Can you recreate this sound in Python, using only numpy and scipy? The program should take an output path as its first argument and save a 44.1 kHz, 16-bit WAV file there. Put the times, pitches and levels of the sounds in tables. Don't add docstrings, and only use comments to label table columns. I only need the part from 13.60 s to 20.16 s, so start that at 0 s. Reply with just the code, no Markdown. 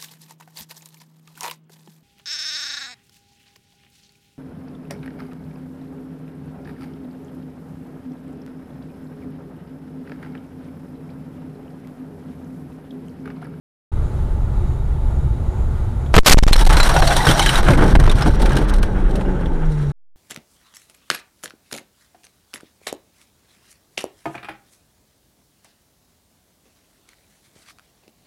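import sys
import numpy as np
from scipy import signal
from scipy.fft import rfft, irfft
from scipy.io import wavfile
from scipy.ndimage import uniform_filter1d

SR = 44100
rng = np.random.default_rng(int(sys.argv[2]) if len(sys.argv) > 2 else 0)


def amplitude_ratio(level_db):
    exponent = np.asarray(level_db, float) / 20
    return 10 ** exponent


def digitize_waveform(pressure):
    field = np.atleast_2d(pressure).T
    bounded = np.clip(field, -1, 1)
    quanta = np.round(bounded * 32767).astype(np.int16)
    wavfile.write(sys.argv[1], SR, quanta)


N = 289296
T = np.arange(N) / SR

# f/Hz, level per Hz/dB
ROAD_SPECTRUM = [(12, -32), (20, -0.5), (69, -1), (98, -9.5), (134, -6.5), (163, -20), (219, -20.5),
                 (261, -25.5), (376, -27), (418, -29), (693, -34.5), (870, -33.5), (1300, -49),
                 (1690, -72.5), (2860, -120)]
# f/Hz, level per Hz/dB
HISS_SPECTRUM = [(710, -21.5), (1200, -1), (1410, -1), (1650, -9), (2040, -10.5), (2600, -16.5),
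                 (3840, -18.5), (5440, -26), (6940, -22.5), (8210, -25), (10400, -21), (11200, -29.5),
                 (14300, -28), (15000, -43.5)]
ROAD_DB, HISS_DB = -17.5, -47.5
# f/Hz, width/Hz, level/dB, unsteadiness/dB
PANEL_HUM = [
    (363.5, 32, -47.5, 4.5),
    (870, 54, -50, -0.5),
    (6960, 820, -70.5, 6.5),
    (3800, 220, -67, 2),
]

# t/s, peak level/dB, ring f/Hz, ring level re peak/dB
HARD_CRACKS = [(2.46, -39, 3230, -4), (2.9295, 0, 4120, -6.5), (2.9618, -9.5, 5430, -14.5),
               (3.009, -11, 3960, -17), (3.0535, -14, 3850, -20), (3.127, -5.5, 2980, -13),
               (3.1672, -7.5, 4150, -10), (3.1998, -8.5, 4070, -7), (3.2302, -1, 3980, -27),
               (3.291, -8, 4140, -25), (3.473, -5.5, 4240, -14), (3.3393, -15.5, 3100, -11),
               (3.5058, -16, 3420, -5), (3.6522, -9, 3730, -20), (3.5647, -1, 3480, -31),
               (3.6667, -8.5, 3725, -25), (3.688, -9.5, 3050, -10), (3.7109, -4, 3330, -18),
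               (3.792, -3.5, 3090, -11), (3.8247, -9, 3800, -11), (3.8602, -4, 3110, -9),
               (3.8907, -7, 3010, -4), (3.955, -7.5, 3850, -12), (4.05, -26.5, 2600, -10),
               (4.1326, -17, 2210, -3.5), (4.4393, -26, 3670, -15), (4.495, -17.5, 3670, -4.5),
               (4.55, -20, 2780, -16), (4.583, -19, 2380, -13), (4.609, -17.5, 3330, -13),
               (4.8924, -21, 3670, -15), (5.095, -19, 2820, -23), (5.1825, -24, 2210, -21),
               (4.5133, -13, 2980, -15), (4.621, -16.5, 5050, -8), (4.818, -9.5, 3250, -16),
               (4.857, -14, 2280, -9), (4.983, -18.5, 3080, -26), (4.93, -19.5, 2500, -20),
               (4.475, -23.5, 2800, -10), (5.1372, -17, 2550, -30), (5.508, -27.5, 2990, -16),
               (5.555, -21, 2798, -15), (5.8576, -33.5, 3220, 0)]
# t/s, peak level/dB, thud level re peak/dB
HEAVY_KNOCKS = [(2.956, -23.5, 22.5), (3.07, -21, 8.5), (3.098, -13.5, 17), (3.1663, -14, 14.5),
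                (3.1995, -16.5, 17.5), (3.3624, -13.5, 16), (3.4219, -15, 17), (3.668, -5.5, 6),
                (3.794, -11.5, 13.5), (4.0832, -12, 18), (4.108, -16, 12), (4.178, -21, 12),
                (4.2121, -21, 13), (4.239, -17.5, 0), (4.278, -18.5, -2), (4.3519, -15, 19),
                (4.398, -13, 5), (4.4296, -15, 8), (4.4642, -19.5, 28), (4.03, -18, 16), (4.659, -25.5, 21),
                (4.8007, -29, 19), (4.9181, -20.5, 8.5), (4.9666, -11, 6.5), (5.228, -15, 9.5),
                (2.89, -17.5, 11), (2.924, -17, 9), (4.06, -26, 16), (4.905, -26, 19),
                (5.6097, -35.5, 25.5)]
CRACK_T60_S, KNOCK_T60_S, CRACK_THUD_DB = 0.053, 0.052, -1

# t/s, cabin pressure/rails, crunch level re rail/dB
BLOWS = [(2.541, 2.5, 4.5), (2.557, 9, 11.5), (2.565, -8, 15.5), (2.568, 14.5, -7), (2.571, -5, 7),
         (2.579, 2, 8.5), (2.59, -16, 4), (2.614, -14, -30), (2.6326, -1, -25.5), (2.635, -1, -38.5),
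         (2.647, -1, -20.5), (2.661, -5, 20), (2.686, -5.5, 11), (2.696, -3, 19), (2.7, -5, 8),
         (2.709, 6, 14.5), (2.727, 3.5, 10), (2.736, 6.5, 6.5), (2.744, -2.5, -16)]
# t/s, held/s, pressure/rails, pressure under/rails, crunch level/dB
REBOUNDS = [
    (2.772, 0.01, 0.83, -1.46, -11),
    (2.827, 0.0041, 0.37, -1.28, -15.5),
    (2.867, .011, 0.71, -0.75, -13.5),
    (2.912, 0.013, 1.03, -0.98, -21),
]
SECOND_BLOW_S, BLOWS_END_S, SETTLED_S = 2.589, 2.748, 2.956
BUMPER_HZ, SHEET_HZ, TRIM_HZ = 480, 2750, 2000
LET_GO_S, LET_GO_TILT, HELD_DB, UNDER_DB = 0.008, 0.66, -4.5, -14

# t/s, boom level/dB
CABIN_BOOM = [(2.93, -6), (3.32, -19.5), (3.95, -17.5), (4.15, -12.5), (4.5, -22), (4.8, -12.5),
              (5.3, -14.5), (5.85, -18.5), (6.03, -11), (6.17, -26)]
# t/s, weight on the ground level/dB, sliding speed level/dB
SLIDE_PATH = [(2.93, -2, 0), (3.8, -3, 2), (3.92, -7, 0), (4.0, -5, -2.5), (4.24, 6, -11), (4.62, -3, -10),
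              (4.95, -3.5, -15), (5.07, -4.5, -14.5), (5.3, -5, -24), (5.4, -5.5, -25), (5.98, -4.5, -29.5),
              (6.15, -13, -22)]
# t/s, length/s, wheel lift level/dB, floor pan lift level/dB
GROUND_BUMPS = [(2.978, 0.04, -13, 5.5), (3.022, 0.049, 4, 6.5), (3.089, 0.079, 10, 5.5),
                (3.38, 0.076, 5, 2), (3.691, 0.073, 10, 5), (4.096, 0.13, 10, 7.5), (3.904, .2, 5, 1.5),
                (4.22, 0.16, 1, 3.5), (4.678, 0.067, 10.5, 15.5), (4.83, 0.092, 7, 7.5),
                (4.954, 0.29, 2.5, 11), (5.294, 0.12, 1.5, 6), (5.556, 0.15, -4, 8.5),
                (5.978, 0.26, -10, 3)]
# t/s, length/s, level/dB
LULLS = [(3.046, 0.015, -10), (3.222, 0.017, -8), (3.464, 0.011, -7), (3.647, 0.035, -3), (3.853, .02, -1),
         (3.885, 0.019, -2), (4.023, 0.014, -8.5), (4.169, 0.011, -11), (4.422, 0.011, -9),
         (4.487, 0.015, -13), (4.537, .02, -4), (4.642, .02, -2.5), (4.72, 0.013, -5), (4.782, 0.03, -4),
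         (4.845, 0.018, -0.5), (4.887, .03, -4), (4.94, 0.022, -2.5), (5.058, 0.036, -4.5),
         (5.204, .03, -0.5)]
# base level/dB, powers of weight, speed, wheel bumps, floor pan bumps [no unit]
LAYER_FOLLOWS = [
    (-19, 0.92, 0.011, 1.21, .01),
    (-23.5, 1.12, 0.0088, 0.19, 1),
    (-18.5, 0.55, 0.53, .01, 0.36),
    (-27, 0.011, 1, .01, 0.24),
]
# f/Hz, level per Hz/dB
THUMP_SPECTRUM = [(26, -44), (45, -7), (53, -3), (70, -7), (81, -9), (124, -12), (135, -3), (162, -12.5),
                  (200, -24.5), (260, -48), (440, -120)]
# f/Hz, level per Hz/dB
RUMBLE_SPECTRUM = [(100, -43), (170, -2.5), (264, -5.5), (316, -3.5), (545, -10), (601, -12), (695, -17.5),
                   (900, -11.5), (1170, -65.5), (1980, -120)]
# f/Hz, level per Hz/dB
SCRAPE_SPECTRUM = [(240, -35), (400, -34.5), (426, -8.5), (671, 0), (803, -0.5), (1090, 0), (1280, -0.5),
                   (1560, 2), (1700, -4), (2600, -15), (3380, -16.5), (5720, -120)]
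# f/Hz, level per Hz/dB
DEBRIS_SPECTRUM = [(1060, -29.5), (1800, -3), (2160, -5), (2560, -8.5), (3080, -4), (3570, -3.5),
                   (3930, -2.5), (4730, -8.5), (5080, -10), (5490, -6.5), (7030, -14.5), (9070, -7),
                   (10900, -16), (13000, -18), (14700, -24)]
# f/Hz, level/dB, t60/s
SHARD_RINGS = [(1650, 2, 0.049), (1990, -4, 0.031), (2980, -9, .04), (3480, -2.5, .03), (3850, 1.5, 0.055),
               (3980, 1.5, 0.022), (4420, -11.5, .04), (5690, 3, 0.0298), (6130, -10, 0.026)]

# t/s, peak level/dB, ring f/Hz, t60/s
CLINKS = [(2.931, -15, 4100, 0.054), (2.9644, -16, 5490, 0.067), (3.171, -19, 4080, .04),
          (3.2008, -12, 4030, 0.12), (3.2296, -9, 4080, .05), (3.292, -27, 4120, .05),
          (3.3638, -10, 1474, .07), (3.4205, -23, 4130, 0.091), (3.4731, -17.5, 4040, 0.047),
          (3.478, -19, 4500, 0.043), (3.5055, -24, 2340, .09), (3.51, -18, 1487, .08),
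          (3.5684, -23, 3540, .05), (3.605, -14, 1955, 0.055), (3.6534, -16, 5500, 0.035),
          (3.6686, -9.5, 1514, 0.063), (3.6883, -11.5, 3124, 0.049), (3.712, -16, 3370, 0.042),
          (3.7566, -23, 3183, 0.046), (3.7951, -11.5, 3020, 0.05), (3.8, -16, 6180, 0.041),
          (3.815, -15, 2230, .06), (3.82, -20, 3800, .12), (3.8263, -15, 3170, .04),
          (3.861, -10.5, 3090, .06), (3.861, -10, 1640, 0.071), (3.882, -15.5, 4000, .05),
          (3.8908, -12.5, 3022, 0.048), (3.955, -20, 3860, 0.085), (4.0706, -28, 3980, .04),
          (4.4958, -19, 3650, .04), (4.622, -27, 5440, 0.055), (4.8924, -32, 3690, .04),
          (4.968, -15.5, 1593, 0.067), (4.865, -32, 1400, 0.058), (4.92, -21, 1650, .07),
          (4.1, -12, 593, 0.11), (3.015, -15, 902, .1), (3.098, -8, 884, 0.088), (3.2, -6.5, 1417, 0.045),
          (3.69, -8.5, 295, 0.07), (3.805, -13, 805, 0.12), (5.655, -43, 2866, 0.11)]
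# ratio of f [no unit], level/dB
CLINK_PARTIALS = [
    (1, 0.5),
    (1.06, -15.5),
    (1.82, -12.5),
]
# t/s, squeal f/Hz, level/dB
TYRE_SKID = [(2.95, 880, -20.5), (3.1, 876.6, -22.5), (3.3, 866, -16), (3.45, 741.6, -17.5),
             (3.6, 694, -27), (3.75, 786, -32.5), (3.9, 800, -31), (4.05, 813, -31), (4.15, 785, -71)]
# t/s, squeal f/Hz, level/dB
REAR_SKID = [(3.3, 601.2, -31), (3.45, 650.6, -21.5), (3.54, 780, -21), (3.66, 800, -19),
             (3.72, 620.7, -21), (3.8, 760, -20.5), (3.9, 919, -30), (4.0, 800, -22), (4.1, 606, -26),
             (4.2, 580, -63)]
# t/s, peak level/dB
TICKS = [(2.965, -9), (3.011, -12), (3.0546, -16), (3.0711, -15.5), (3.0975, -12), (3.1265, -8.5),
         (3.1646, -9.5), (3.2005, -5), (3.2297, -11), (3.289, -10.5), (3.34, -8.5), (3.3657, -7.5),
         (3.4213, -11), (3.4716, -7.5), (3.5056, -12.5), (3.5636, -10.5), (3.6513, -9), (3.6687, -6.5),
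         (3.7112, -8.5), (3.7376, -12.5), (3.7793, -6.5), (3.7946, -2), (3.8259, -7), (3.8611, -3.5),
         (3.8917, -2.5), (3.9421, -14), (3.9547, -8), (4.0309, -18), (4.0838, -12), (4.174, -17),
         (4.191, -20.5), (4.3382, -25), (4.3517, -21.5), (4.3991, -17.5), (4.4001, -22), (4.4636, -21.5),
         (4.4955, -11), (4.5707, -22.5), (4.7996, -17), (4.856, -16), (4.9548, -15), (4.972, -11),
         (5.2282, -29), (5.2282, -10.5)]
TICK_T60_S, TICK_DB, TICK_BODY_DB = 0.016, -11.5, -1
# t/s, length/s,
# pressure/rails
LURCHES = [(2.974, 0.041, 0.5), (3.025, 0.014, 0), (3.041, 0.03, -0.8), (3.064, 0.029, 0.78),
           (3.086, 0.024, -3), (3.103, 0.018, 1.1), (3.117, 0.029, -1), (3.132, 0.016, 0.67),
           (3.152, 0.017, 1), (3.166, 0.012, 0.74), (3.191, 0.023, 0.5), (3.221, 0.03, -1.3),
           (3.235, 0.035, 1.22), (3.285, 0.02, 1.08), (3.303, 0.028, -0.1), (3.332, 0.018, 0.6),
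           (3.394, 0.016, 0.1), (3.411, 0.025, -1.2), (3.437, 0.02, 0.4), (3.466, 0.011, 0.5),
           (3.472, 0.013, 1), (3.569, 0.031, .5), (3.686, 0.0061, 1), (3.701, 0.0062, -1.1),
           (3.818, 0.01, 0.5), (3.981, 0.03, -.5), (3.999, 0.013, 0.6), (4.018, .025, 0.5),
           (4.036, 0.029, 1.1), (4.164, 0.018, -0.9), (4.185, 0.027, 0.5), (4.203, 0.043, -1),
                (4.336, 0.015, -1.5), (4.344, 0.015, 3), (4.368, 0.0087, 5), (4.382, 0.022, -5.5),
                (4.398, 0.0068, 0.5), (4.427, 0.022, -3), (4.43, 0.022, 3.5), (4.451, 0.014, -1.2),
                (4.471, 0.017, 2.5), (4.495, 0.038, -0.6), (4.51, 0.028, 1), (4.534, 0.029, -0.7),
                (4.552, 0.011, 1.5), (4.702, 0.011, 1), (4.709, 0.015, 0.6), (4.733, 0.016, 1.2),
                (4.808, 0.015, 0.2), (4.819, 0.024, -0.8), (5.205, 0.012, 0.4), (5.228, 0.026, 0.87),
                (5.372, 0.018, 0.7)]
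# t/s, firing f/Hz, level/dB
ENGINE_SPEED = [(4.7, 212.2, -32), (4.95, 205.6, -31.5), (5.13, 204.8, -24), (5.28, 193.4, -29),
                (5.45, 197.1, -26), (5.56, 191.6, -33.5), (5.7, 187.4, -22.5), (5.85, 174.7, -25.5),
                (5.95, 162.5, -32), (6.03, 157.9, -22.5), (6.2, 147, -19.5), (6.32, 140.9, -21.5)]
# multiple of firing f [no unit], early level/dB, late level/dB
SHAFT_ORDERS = [
    (1, -3, 1),
    (1.5, -9.5, -21.5),
    (2, -12, -22.5),
    (2.5, -23, -28),
    (3, -21.5, -22.5),
]

RAIL, CEILING = 0.75, 0.72
SLEW_HZ, COUPLING_HZ, TOP_HZ = 17000, 6.7, 14650
HASH_DB, FIZZ_DB, FIZZ_TOP_DB = -20, -26.5, -29
FIZZ_TAIL_S, FIZZ_TOP_HZ = 0.022, (14400, 15500)
KEEP_HZ, WEAK_DB = 3000, -1.6
STARVED_S, STARVED_HZ, PATCH_DB = (4.0, 5.235), 4500, -5.5
ON_S, OFF_S, SETTLE = 0.3168, 6.32, 0.007


def level(x, db):
    return x * amplitude_ratio(db) / np.sqrt(np.mean(x ** 2))


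def band(x, lo_hz, hi_hz):
    return signal.sosfilt(signal.butter(2, [lo_hz, hi_hz], "band", fs=SR, output="sos"), x)


def hiss_band(lo_hz, hi_hz):
    return level(band(rng.standard_normal(N), lo_hz, hi_hz), 0)


def colour(x, spectrum):
    hz, db = np.transpose(spectrum)
    log_f = np.log(np.fft.rfftfreq(N, 1 / SR) + 1)
    gain = amplitude_ratio(np.interp(log_f, np.log(hz), db, -120, -120))
    return level(irfft(rfft(x) * gain, N), 0)


def walk(rate):
    k = int(SR / rate)
    held = np.repeat(rng.standard_normal(N // k + 1), k)[:N]
    return 1.464 * uniform_filter1d(uniform_filter1d(held, k), k)


def grains(rate, spread_db):
    size = amplitude_ratio(spread_db * np.minimum(rng.exponential(size=N), 3.5)) * rng.standard_normal(N)
    return level(size * (rng.random(N) < rate / SR), 0)


def curve(table, column):
    rows = np.array(table)
    fade_in = np.clip((T - rows[0, 0]) / 0.068, 0, 1)
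    return amplitude_ratio(np.interp(T, rows[:, 0], rows[:, column])) * fade_in


def strike_fade(t, db, t60, attack_s):
    return amplitude_ratio(db) * np.exp(-np.log(1000) * t / t60) * np.minimum(t / attack_s, 1)


def road():
    noise, swell = colour(rng.standard_normal(N), ROAD_SPECTRUM), walk(5.2)
    edges = 11 * 2.0 ** np.arange(9)
    below = [signal.sosfilt(signal.butter(2, f, fs=SR, output="sos"), noise) for f in edges]
    rolling = sum(amplitude_ratio(0.5 * swell + walk(10)) * (b - a) for a, b in zip(below, below[1:]))
    until_crash = np.clip((BLOWS[0][0] + 0.086 - T) / 0.05, 0, 1)
    hiss = colour(rng.standard_normal(N), HISS_SPECTRUM) * amplitude_ratio(0.35 * swell + 0.48 * walk(19))
    hiss_drop = amplitude_ratio(-5.0 * (T > SETTLED_S))
    return level(rolling, ROAD_DB) * until_crash + level(hiss, HISS_DB) * hiss_drop


def hum():
    return sum(amplitude_ratio(db) * hiss_band(hz - width / 2, hz + width / 2) * amplitude_ratio(sway_db * np.tanh(2 * walk(14)))
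               for hz, width, db, sway_db in PANEL_HUM)


def rattles():
    t = np.arange(SR // 4) / SR
    crack, ring, thud = np.zeros((3, N + len(t)))
    strikes = [(s, db, hz, CRACK_THUD_DB, CRACK_T60_S, ring_db) for s, db, hz, ring_db in HARD_CRACKS]
    strikes += [(s, db, 3000, thud_db, KNOCK_T60_S, -18) for s, db, thud_db in HEAVY_KNOCKS]
    for s, db, hz, thud_db, t60, ring_db in strikes:
        noise = rng.standard_normal((3, len(t)))
        fade = strike_fade(t, db, t60, 0.0016)
        span = slice(int(s * SR), int(s * SR) + len(t))
        crack[span] += fade * noise[0]
        ring[span] += fade * level(band(noise[1], hz - 160, hz + 160), ring_db)
        ring[span] += fade * level(band(noise[1], 0.46 * hz, 0.8 * hz), ring_db - 3.0)
        thud[span] += fade * level(band(noise[2], 268.5, 1380), thud_db - 11.5)
    cracks = colour(crack[:N], DEBRIS_SPECTRUM) * np.std(crack[:N]) * amplitude_ratio(-10.5)
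    return cracks + ring[:N] + thud[:N]


def collision():
    rows = [(s, p, db, BUMPER_HZ if s < SECOND_BLOW_S else SHEET_HZ) for s, p, db in BLOWS]
    for s, held, p, under, db in REBOUNDS:
        rows.append((s, p, db + HELD_DB, TRIM_HZ))
        rows.append((s + held, 0.05, db, TRIM_HZ))
        rows.append((s + held + LET_GO_S, under, db + UNDER_DB, TRIM_HZ))
    rows.append((SETTLED_S, 0, -94, TRIM_HZ))
    s, push, crunch_db, hz = np.transpose(rows)
    state = np.searchsorted(s, T) - 1
    on = state >= 0
    surge = uniform_filter1d(uniform_filter1d(push[state] * on, 55), 55)
    for s, held, *_ in REBOUNDS:
        ramp = 1 - 2 * (T - s - held) / LET_GO_S
        surge += LET_GO_TILT * ramp * (np.abs(ramp) < 1)
    dull, bright = hiss_band(100, 1300), hiss_band(750, 5400)
    share = np.clip(hz[state] / 3500, 0, 1)
    tear = (np.sqrt(1 - share) * dull + share * bright) * amplitude_ratio(1.7 * walk(200))
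    return RAIL * (surge + amplitude_ratio(crunch_db[state]) * on * tear)


def fizz(x):
    power = band(x, 1700, 8000) ** 2 * (T < BLOWS_END_S)
    k = int(FIZZ_TAIL_S * SR)
    lasting = np.sqrt(np.abs(uniform_filter1d(power, k, origin=(k - 1) // 2)))
    now = np.sqrt(np.abs(uniform_filter1d(power, 200)))
    noise = rng.standard_normal(N)
    wide = level(band(band(noise, 500, 13000), 500, 13000), 0)
    top = level(band(band(noise, *FIZZ_TOP_HZ), *FIZZ_TOP_HZ), 0)
    rise = np.clip((T - BLOWS[0][0]) / 0.2, 0, 1)
    return amplitude_ratio(FIZZ_DB) * lasting * wide + amplitude_ratio(FIZZ_TOP_DB) * now * rise * top


def lulls():
    total_db = np.zeros(N)
    for s, length, db in LULLS:
        sink = np.clip((T - s) / length + 1, 0, 1)
        snap_back = np.clip((s + length / 2 - T) / 0.0025, 0, 1)
        total_db += db * sink * snap_back
    return amplitude_ratio(total_db)


def shards():
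    out = np.zeros(N)
    for hz, db, t60 in SHARD_RINGS:
        pole = np.exp(2j * np.pi * hz / SR - np.log(1000) / (t60 * SR))
        out += level(signal.lfilter([1], [1, -pole], grains(120, 2.5)).imag, db)
    return level(out, 0)


def slide():
    shake = np.tanh(walk(30))
    boom = level(band(band(rng.standard_normal(N), 18.7, 37.9), 21.4, 102), 0)
    thump = colour(rng.standard_normal(N), THUMP_SPECTRUM) * amplitude_ratio(1.2 * walk(41))
    rumble = colour(rng.standard_normal(N) + 0.5 * grains(150, 1.2), RUMBLE_SPECTRUM)
    rumble = rumble * amplitude_ratio(shake + 1.7 * walk(40))
    scrape = colour(rng.standard_normal(N) + 0.46 * grains(400, 2.3), SCRAPE_SPECTRUM)
    scrape = scrape * amplitude_ratio(2.8 * shake + 2.0 * walk(60))
    debris = colour(rng.standard_normal(N) + 0.45 * grains(700, 3.7), DEBRIS_SPECTRUM)
    debris = debris * amplitude_ratio(1.1 * shake + 2.53 * walk(70))
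    hail = level(debris, -1.2) + level(shards(), -9.0)
    lull_gain = lulls()
    layers = (level(thump, 0.4), level(rumble, 0.19), lull_gain * level(scrape, -2.8), lull_gain * hail)

    weight, speed = curve(SLIDE_PATH, 1) + 1e-9, curve(SLIDE_PATH, 2) + 1e-9
    wheel_db, pan_db = np.zeros((2, N))
    for s, length, wheel_lift_db, pan_lift_db in GROUND_BUMPS:
        jolt = np.clip(1 - 2 * np.abs(T - s) / length, 0, 1)
        wheel_db += wheel_lift_db * jolt
        pan_db += pan_lift_db * jolt
    wheel, pan = amplitude_ratio(wheel_db), amplitude_ratio(pan_db)
    sliding = np.zeros(N)
    for (db, w, v, a, b), layer in zip(LAYER_FOLLOWS, layers):
        sliding += amplitude_ratio(db) * weight ** w * speed ** v * wheel ** a * pan ** b * layer
    return curve(CABIN_BOOM, 1) * boom + (T > SLIDE_PATH[0][0]) * sliding


def clinks():
    t = np.arange(SR // 4) / SR
    out = np.zeros(N + len(t))
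    for s, db, hz, t60 in CLINKS:
        cycles = hz * t * (1 - 0.3 * t)
        tone = sum(amplitude_ratio(p_db) * np.sin(2 * np.pi * k * cycles) for k, p_db in CLINK_PARTIALS)
        start = int(s * SR)
        out[start:start + len(t)] += strike_fade(t, db, t60, 0.0017) * tone
    return out[:N]


def skid(table):
    rows = np.array(table)
    hz = np.interp(T, rows[:, 0], rows[:, 1]) * (1 + 0.045 * walk(45) + 0.1098 * walk(400))
    phase = 2 * np.pi * np.cumsum(hz) / SR
    grip = amplitude_ratio(5 * np.tanh(walk(45)) - 3.0)
    return curve(table, 2) * grip * (np.sin(phase) + 0.16 * np.sin(2 * phase))


def ticks():
    t = np.arange(SR // 20) / SR
    out = np.zeros(N + len(t))
    for s, db in TICKS:
        start = int(s * SR)
        out[start:start + len(t)] += strike_fade(t, db, TICK_T60_S, 0.0014) * rng.standard_normal(len(t))
    snaps = out[:N]
    mixed = colour(snaps, DEBRIS_SPECTRUM) + amplitude_ratio(TICK_BODY_DB) * colour(snaps, SCRAPE_SPECTRUM)
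    return amplitude_ratio(TICK_DB) * mixed * np.std(snaps)


def lurches():
    out = np.zeros(N)
    for s, length, push in LURCHES:
        out += RAIL * push * np.cos(np.pi * np.clip((T - s) / length, -0.5, 0.5)) ** 2
    return out


def engine():
    rows = np.array(ENGINE_SPEED)
    hz = np.interp(T, rows[:, 0], rows[:, 1]) * (1 + 0.0038 * walk(40))
    phase = 2 * np.pi * np.cumsum(hz) / SR
    late = np.clip((T - 5.8) / 0.28, 0, 1)
    tone = sum(amplitude_ratio(early_db + late * (late_db - early_db) + 0.69 * walk(22)) * np.sin(k * phase)
               for k, early_db, late_db in SHAFT_ORDERS)
    return np.sqrt(2) * curve(ENGINE_SPEED, 2) * tone


def scene():
    before = road() + hum()
    crash = rattles() + collision()
    wreck = slide() + clinks() + skid(TYRE_SKID) + skid(REAR_SKID) + ticks() + lurches() + engine()
    return (before + crash + wreck)[None]


def thinned(x):
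    f, t, z = signal.stft(x, SR, "cosine", nperseg=1024)
    size = uniform_filter1d(np.abs(z), size=3, axis=-2)
    strict = np.clip((f - KEEP_HZ) / (13000 - KEEP_HZ), 0, 1)[:, None] ** 0.5
    weak = amplitude_ratio(WEAK_DB + 1.5 * (t > STARVED_S[0]))
    keep = size > weak * strict * uniform_filter1d(size, size=24, axis=-2)
    patch = uniform_filter1d(size, size=12, axis=-2)
    treble = np.clip((f[:, None] - STARVED_HZ) / 4000, 0, 1) ** 0.3
    usual = uniform_filter1d(patch, size=7, axis=-1) * treble
    keep &= (patch > amplitude_ratio(PATCH_DB) * usual) | (t < STARVED_S[0]) | (t > STARVED_S[1])
    return signal.istft(z * keep, SR, "cosine", nperseg=1024)[1][..., :N]


def band_limit(x):
    return signal.sosfilt(signal.butter(12, 15800, fs=SR, output="sos"), x)


def record(dry):
    railed = dry / (1 + np.abs(dry / RAIL) ** 6) ** (1 / 6)
    railed = signal.lfilter(*signal.butter(1, SLEW_HZ, fs=SR), railed)
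    coupled = signal.lfilter(*signal.butter(1, COUPLING_HZ, "high", fs=SR), railed)
    limited = np.clip(coupled, -CEILING, CEILING)
    busy = np.sqrt(uniform_filter1d(band(limited, 2100, 8000) ** 2, 900) + 1e-12)
    hashed = limited + amplitude_ratio(HASH_DB) * busy * hiss_band(300, 7400)
    low_pass = signal.ellip(8, 0.3, 55, TOP_HZ, fs=SR, output="sos")
    heard = signal.sosfilt(low_pass, thinned(hashed)) + fizz(limited)
    sound_on = np.clip((T - ON_S) / 0.006, 0, 1) * np.clip((OFF_S - T) / 0.0041, 0, 1)
    offset = SETTLE * np.clip((T - OFF_S) / 0.043, 0, 1)
    return band_limit(heard * sound_on + offset)


dry = scene()
out = record(dry)
digitize_waveform(out)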